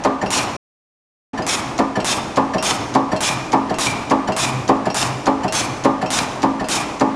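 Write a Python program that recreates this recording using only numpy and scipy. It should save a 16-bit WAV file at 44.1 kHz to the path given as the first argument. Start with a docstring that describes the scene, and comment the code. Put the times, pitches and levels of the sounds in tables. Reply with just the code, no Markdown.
"""Flywheel press in a workshop

Close to a press punching lids from tin sheet, a little under two strokes a second, over the din of the shop.
Each cycle the punch clicks onto the sheet and thumps through it, the feed clacks and knocks, a steel stop
pings, and an air jet blows the lid out while the sheet slides on and wobbles. The hall echoes.
Early on, the sound cuts out for three quarters of a second."""
import sys
import numpy as np
from scipy import signal
from scipy.fft import rfft, irfft
from scipy.io import wavfile
from scipy.ndimage import uniform_filter1d, map_coordinates

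SR = 44100
rng = np.random.default_rng(int(sys.argv[2]) if len(sys.argv) > 2 else 0)


def master(y):
    """Save y as 16-bit WAV."""
    cut = np.clip(np.atleast_2d(y).T, -1, 1)
    pcm = np.round(cut * 32767)  # scale
    wavfile.write(sys.argv[1], SR, pcm.astype(np.int16))


N = 315315
T = np.arange(N) / SR
AGE = T[:SR]  # time since an event began [s]

# strokes heard, timed by the flywheel: (punch meets sheet [s], blow [dB], feed [dB], stop's note [dB],
# its pitch [Hz], lid singing in the jet [dB], lid clack [dB], lid ring [dB], sheet wobble [dB])
STROKES = [(0.0374, -3.5, -8, -42, 5570, -8, -11, -26.5, -35),
           (1.1983, -8, -10, -37.5, 4950, -9.5, -21, -39, -34),
           (1.7782, -5, -6, -39.5, 5530, -10, -11.5, -34, -34.5),
           (2.3585, -3.5, -5.5, -35, 5570, -8, -7.5, -37, -29.5),
           (2.9388, -4, -5.5, -37, 5570, -8, -15, -24, -32),
           (3.518, -4, -8.5, -43, 5570, -11, -14, -17.5, -29.5),
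           (4.0977, -3.5, -6, -48, 5570, -10.5, -12.5, -24, -26),
           (4.6776, -3, -6.5, -33.5, 5570, -12.5, -10, -27, -28),
           (5.2567, -3.5, -6.5, -36, 5530, -11, -20, -26, -28),
           (5.837, -2.5, -7.5, -41, 5570, -11.5, -6.5, -26, -35.5),
           (6.419, -5.5, -10, -52, 5000, -12.5, -17, -25.5, -38),
           (6.997, -5, -8, -41, 5570, -10, -16, -26, -33)]
# spectrum of metal striking metal: (frequency [Hz], level [dB])
CLACK_SPECTRUM = [(300, -8), (800, 9), (1800, -0.5), (2600, -4), (3600, -10), (4500, -3), (5600, -9.5),
                  (6500, -15), (7300, -7.5), (8200, -20.5), (10000, -17), (13000, -33.5)]
# modes of the loose lid, blown or struck: (frequency [Hz], level [dB], t60 [s])
LID_MODES = [(2476, -3, 0.053), (2692, -5, 0.056), (3177, 1, 0.029), (3580, 2, 0.025), (4200, -5.5, 0.065),
             (5350, -1.5, 0.037), (6240, -4, 0.041)]
# the crankshaft times every part of the cycle: delays after the punch meets the sheet
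BLOW_LAG_S, LATCH_LAG_S, KNOCK_LAG_S = .0125, .1735, .1885
PING_LAG_S, VALVE_LAG_S, LID_LAG_S = .2225, .2672, .3495


def amp(db):
    """Decibels to gain."""
    return 10 ** (np.asarray(db) / 20)


def add(out, start_s, sound):
    """Mix a sound in at a time."""
    i = int(np.clip(start_s * SR, 0, N))
    out[i:i + len(sound)] += sound[:N - i]


def noise(spectrum, size=SR):
    """Noise of rms 1, shaped by rows of (frequency [Hz], level [dB])."""
    hz, db = np.transpose(spectrum)
    freqs = np.maximum(np.fft.rfftfreq(size, 1 / SR), 1)
    gain = amp(np.interp(np.log(freqs), np.log(hz), db)) * np.minimum(freqs / hz[0], 1)
    shaped = irfft(rfft(rng.standard_normal(size)) * gain, size)
    return shaped / shaped.std()


def walk(rate_hz, size=SR):
    """Smooth random wandering with a spread near 1."""
    hold = int(SR / rate_hz)
    steps = np.repeat(rng.standard_normal(size // hold + 1), hold)
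    return uniform_filter1d(steps, hold)[:size]


def fade(t60, rise_s):
    """A swell, then an exponential decay of 60 dB in t60 seconds."""
    return np.minimum(AGE / rise_s, 1) ** 2 * np.exp(-np.log(1000) * np.maximum(AGE - rise_s, 0) / t60)


def course(rows):
    """Gain along rows of (time [s], level [dB]), dying quickly after the last."""
    times, db = np.transpose(rows)
    return amp(np.interp(AGE, times, db)) * np.exp(-np.maximum(AGE - times[-1], 0) / 0.0095)


def body(modes, rise_s, scatter_db, detune, blur_hz):
    """Ringing modes; every blow lands a little differently, and loose contacts blur each line."""
    out = np.zeros(SR)
    hold = 30  # samples
    for (hz, db, t60), (level_draw, pitch_draw) in zip(modes, rng.standard_normal((len(modes), 2))):
        n = min(int(t60 * SR), SR)
        # a random walk of the phase widens the line to blur_hz
        steps = np.repeat(rng.standard_normal(SR // hold), hold)[:n]
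        wander = np.cumsum(steps) * np.sqrt(2 * np.pi * blur_hz / (SR * hold))
        phase = 2 * np.pi * hz * (1 + detune * pitch_draw) * AGE[:n] + wander
        out[:n] += amp(db + scatter_db * level_draw) * fade(t60, rise_s)[:n] * np.sin(phase)
    return out


def workshop():
    """Room tone: motor, flywheel and far machines make a steady, restless din."""
    # spectrum of the din: (frequency [Hz], level [dB])
    din_spectrum = [(20, -10.5), (55, -6), (80, -2), (120, -3.5), (280, 5.5), (450, -2.5), (850, 0),
                    (1200, -5.5), (1500, -11.5), (2400, -15.5), (3500, -22), (6000, -26), (9500, -36),
                    (11000, -54), (13000, -63)]
    return amp(-29) * noise(din_spectrum, size=N) * amp(walk(20, size=N))


def hall(sound, low_t60, high_t60, wet_db):
    """Diffuse echo of the hall: a midrange and a treble tail; little bass comes back."""
    # spectra of the tails: (frequency [Hz], level [dB])
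    low = [(100, -25.5), (280, -11), (500, 1), (2500, -1), (6000, -17), (14000, -34)]
    high = [(1500, -18.5), (5000, 4), (9500, -1.5), (14000, -6.5)]
    tail = noise(low) * fade(low_t60, .019) + noise(high) * fade(high_t60, .01)
    return amp(wet_db) * signal.fftconvolve(sound, tail / np.linalg.norm(tail))[:N]


def sheet():
    """The sheet scrapes forward over the table after each stroke and wobbles like a drum skin."""
    # spectra of the flexing and the scraping tin: (frequency [Hz], level [dB])
    wobble_spectrum = [(50, -25.5), (85, -26), (103, 5), (114, 2), (130, 15), (142, 0), (160, -25.5),
                       (400, -48.5)]
    slide_spectrum = [(150, 1), (300, 3.5), (480, -5.5), (800, 5), (1180, 3.5), (1450, -6.5), (2400, -9),
                      (3500, -12.5), (9000, -34)]
    # the scrape after the valve opens: (time [s], level [dB])
    slide_course = [(0, 1), (.04, -4), (.1, 1.5), (.17, -1), (.24, -6.5), (.31, -12.5)]
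    out = np.zeros(N)
    for touch_s, *_, wobble_db in STROKES:
        wobble = noise(wobble_spectrum) * fade(t60=1.0, rise_s=.23)
        add(out, touch_s + KNOCK_LAG_S, amp(wobble_db) * wobble)
        scrape = noise(slide_spectrum) * course(slide_course) * amp(2 * walk(70))
        add(out, touch_s + VALVE_LAG_S, amp(-26) * scrape)
    return out


def lids():
    """Each lid clacks against the guard and rings on as it slides away."""
    # modes of the lid once free: (frequency [Hz], level [dB], t60 [s])
    free_modes = [(2340, -3, 0.2), (2377, -1.5, .6), (2385, 5.5, 0.23), (2560, -7, 0.19)]
    out = np.zeros(N)
    for touch_s, *_, clack_db, ring_db, _ in STROKES:
        clack = amp(-7.5) * noise(CLACK_SPECTRUM) * fade(.058, .0005)
        clack += amp(-12) * body(LID_MODES, rise_s=.00085, scatter_db=.5, detune=.022, blur_hz=90)
        ring = body(free_modes, rise_s=.0024, scatter_db=2, detune=.006, blur_hz=45)
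        add(out, touch_s + LID_LAG_S, amp(clack_db) * clack + amp(ring_db - 6) * ring)
    return out


def air_jet():
    """The valve snaps open; the jet hisses, splashes on the passing lid and makes the tin sing."""
    # spectra of the free jet and of air hitting the lid: (frequency [Hz], level [dB])
    jet_spectrum = [(200, -14), (900, 6.5), (1600, 3.5), (2500, -0.5), (4500, -1.5), (7000, 1), (8300, 0),
                    (10000, -2), (11000, -8.5), (14000, -19.5)]
    splash_spectrum = [(800, 2), (1900, -10.5), (2500, 3.5), (2950, -5.5), (3500, -4.5), (4300, -0.5),
                       (5600, 2), (7200, 2.5), (8200, -9), (10000, -7.5), (11000, -21.5), (14000, -44.5)]
    # their strength after the valve opens: (time [s], level [dB])
    jet_course = [(0, -2), (.02, -0.5), (.08, -1), (.1, -7.5), (.13, -7), (.15, -24)]
    splash_course = [(0, -19.5), (.018, -13.5), (.027, -1.5), (.06, -4.5), (.073, -1.5), (.086, -5),
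                     (.096, -17), (.13, -23), (.15, -47)]
    round_trip_s, tumble_share = .000558, .082
    out = np.zeros(N)
    for touch_s, *_, sing_db, _, _, _ in STROKES:
        jet = amp(-10.5) * noise(jet_spectrum) * course(jet_course)
        spray = noise(splash_spectrum)
        # the splash bounces between die and tumbling lid; the changing gap shifts its resonances
        delay_s = round_trip_s * (1 + tumble_share * walk(35))
        bounce = amp(-5) * map_coordinates(spray, [(AGE - delay_s) * SR], order=1)
        splash = amp(-10) * (spray + bounce) * course(splash_course) * amp(1.49 * walk(220))
        snap = amp(-2.5) * noise(jet_spectrum) * fade(.0046, .0005)
        tin = body(LID_MODES, rise_s=.0008, scatter_db=2, detune=.04, blur_hz=60)
        buffeting = rng.standard_normal(SR) * course(splash_course)
        sing = amp(sing_db) * signal.fftconvolve(buffeting, tin / np.linalg.norm(tin))[:SR]
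        add(out, touch_s + VALVE_LAG_S, amp(-12.5) * (jet + splash + snap + sing))
    return out


def feed():
    """The latch clacks twice, the carriage knocks home and rebounds, and a steel stop rings."""
    # modes of the three parts: (frequency [Hz], level [dB], t60 [s])
    latch_modes = [(1754, 2.5, 0.16), (1820, -10.5, 0.11), (3010, -8, 0.081), (4530, -12.5, .06),
                   (4600, -13, .06), (5730, -12, 0.11), (7200, -11.5, 0.046)]
    carriage_modes = [(125.9, -10, 0.2), (189.6, -3.5, 0.16), (285.7, -10, 0.22), (335, -6.5, 0.093),
                      (406, -7.5, 0.17), (632, -6.5, 0.31), (728, -16, 0.16), (744, -4.5, .14)]
    stop_modes = [(2630, -7.5, 0.15), (2740, -6, 0.21), (3150, -7.5, 0.098), (4250, -17, 0.2),
                  (4230, -15.5, 0.19), (4930, -9.5, .13), (6430, -16.5, 0.17), (7300, -20, 0.13),
                  (7950, -18.5, 0.11), (9940, -27.5, 0.18)]
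    # the stop's clear note, a close pair of modes: (multiple of its pitch, level [dB], t60 [s])
    note_pair = [(1, 0.5, 0.24), (1.005, -8.5, .15)]
    # spectrum of the carriage's impact: (frequency [Hz], level [dB])
    knock_spectrum = [(40, -24.5), (180, -21), (500, -1), (750, 2.5), (1100, -5.5), (1500, -15),
                      (3000, -24), (10000, -65.5)]
    out = np.zeros(N)
    for touch_s, _, feed_db, note_db, note_hz, *_ in STROKES:
        latch = amp(-21) * body(latch_modes, rise_s=.0054, scatter_db=4.5, detune=.0037, blur_hz=35)
        latch += amp(-19) * noise(CLACK_SPECTRUM) * fade(.026, .0087)
        second_clack = amp(-19.5) * noise(CLACK_SPECTRUM) * fade(.083, .002)
        add(out, touch_s + LATCH_LAG_S, amp(feed_db) * latch)
        add(out, touch_s + LATCH_LAG_S + .01, amp(feed_db) * second_clack)

        knock = amp(-7) * body(carriage_modes, rise_s=.0053, scatter_db=0, detune=.0073, blur_hz=5.7)
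        knock += amp(-11.5) * noise(knock_spectrum) * fade(.17, .00095)
        rebound = amp(-18) * noise(knock_spectrum) * fade(.09, .0036)
        add(out, touch_s + KNOCK_LAG_S, amp(feed_db) * knock)
        add(out, touch_s + KNOCK_LAG_S + .02, amp(feed_db) * rebound)

        ping = body(stop_modes, rise_s=.001, scatter_db=3, detune=.004, blur_hz=50)
        note_modes = np.multiply(note_pair, [note_hz, 1, 1])
        note = body(note_modes, rise_s=.004, scatter_db=2.5, detune=.001, blur_hz=8)
        tick = noise(CLACK_SPECTRUM) * fade(.07, .001)
        add(out, touch_s + PING_LAG_S, amp(feed_db - 20.5) * (ping + tick) + amp(note_db + 4) * note)
    return out


def punch():
    """The punch bites the tin with a double tick, then the frame takes the shock of the break-through."""
    # spectra of the first touch and of the frame's countless close modes: (frequency [Hz], level [dB])
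    touch_spectrum = [(1000, -8.5), (3500, -3), (4600, -4), (6600, 2.5), (7400, -10.5), (8000, -16.5),
                      (9300, -14), (11000, -25.5), (14000, -32.5)]
    thud_spectrum = [(40, -25), (110, -15), (200, -2), (450, -5.5), (850, 2.5), (1180, -6.5), (1400, -12.5),
                     (2500, -22), (4000, -29), (7000, -47.5), (12000, -77)]
    # distinct modes of frame and die: (frequency [Hz], level [dB], t60 [s])
    low_modes = [(129, -11, 0.28), (196.5, -7.5, 0.22), (220.2, -8.5, 0.96), (270.2, 2.5, 0.61),
                 (324.3, -2.5, 0.36)]
    high_modes = [(411.6, -9.5, 0.24), (520.4, -10, 0.2), (564.5, -9.5, 0.15), (590, -14.5, 0.24),
                  (738, -15, .35), (759, -9, 0.19), (830, -13.5, 0.4), (860, -8, .22), (931, -12.5, 0.2),
                  (996, -14.5, .4), (1067, -8, 0.22), (1134, -14, 0.38), (1195, -15, 0.449),
                  (1770, -21, 0.19)]
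    # the frame's bass, growing as the microphone moves back: (time [s], level [dB])
    bass_course = [(0, -19.5), (3.5, -16.5), (7, -15.5)]
    out = np.zeros(N)
    for touch_s, blow_db, *_ in STROKES:
        add(out, touch_s, amp(-25.5) * noise(touch_spectrum) * fade(.057, .0011))
        add(out, touch_s + .0095, amp(-18.5) * noise(CLACK_SPECTRUM) * fade(.07, .0014))
        blow_s = touch_s + BLOW_LAG_S
        thud_and_shudder = amp(-10) * fade(.098, .0082) + amp(-20) * fade(.41, .012)
        add(out, blow_s - .004, amp(blow_db) * noise(thud_spectrum) * thud_and_shudder)
        ring = body(high_modes, rise_s=.012, scatter_db=2, detune=.0028, blur_hz=11)
        add(out, blow_s - .003, amp(blow_db - 4.5) * ring)
        # the tin crunches as it shears
        add(out, blow_s - .006, amp(blow_db - 23.5) * noise(CLACK_SPECTRUM) * fade(.047, .0055))
        # the ram bottoms out just after the tin gives way
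        add(out, blow_s + .009, amp(blow_db - 14.5) * noise(thud_spectrum) * fade(.039, .0044))
        # the heavy frame starts to bend as soon as the punch loads it
        bass = body(low_modes, rise_s=.02, scatter_db=.1, detune=.0017, blur_hz=.17)
        bass_db = np.interp(blow_s, *np.transpose(bass_course))
        add(out, blow_s - .009, amp(bass_db) * bass)
    return out


def scene():
    """One microphone by the press, with the hall's echo and the din of the shop behind."""
    knocks = punch() + feed()
    ejection = air_jet() + lids()
    echo = hall(knocks, low_t60=1.0, high_t60=.58, wet_db=-18)
    echo += hall(ejection, low_t60=1.0, high_t60=1.0, wet_db=-12)
    return (knocks + ejection + echo + sheet() + workshop())[None]


def record(dry):
    """The microphone rounds the highest peaks and dulls the top; the sound cuts out for a moment."""
    # treble response of the microphone: (frequency [Hz], level [dB])
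    treble_response = [(10000, 0.5), (11000, -4.5), (11900, 1.5), (12700, -5.5), (13500, -12)]
    off_s, on_s, edge_s = .567, 1.332, .003
    top_hz = 13500
    gate = np.clip(np.maximum(off_s - T, T - on_s) / edge_s, 0, 1)
    response = amp(np.interp(np.fft.rfftfreq(N, 1 / SR), *np.transpose(treble_response)))
    heard = irfft(rfft(gate * np.tanh(dry)) * response, N)
    return signal.sosfilt(signal.ellip(10, .2, 80, top_hz, fs=SR, output="sos"), heard)


dry = scene()
out = record(dry)
master(out)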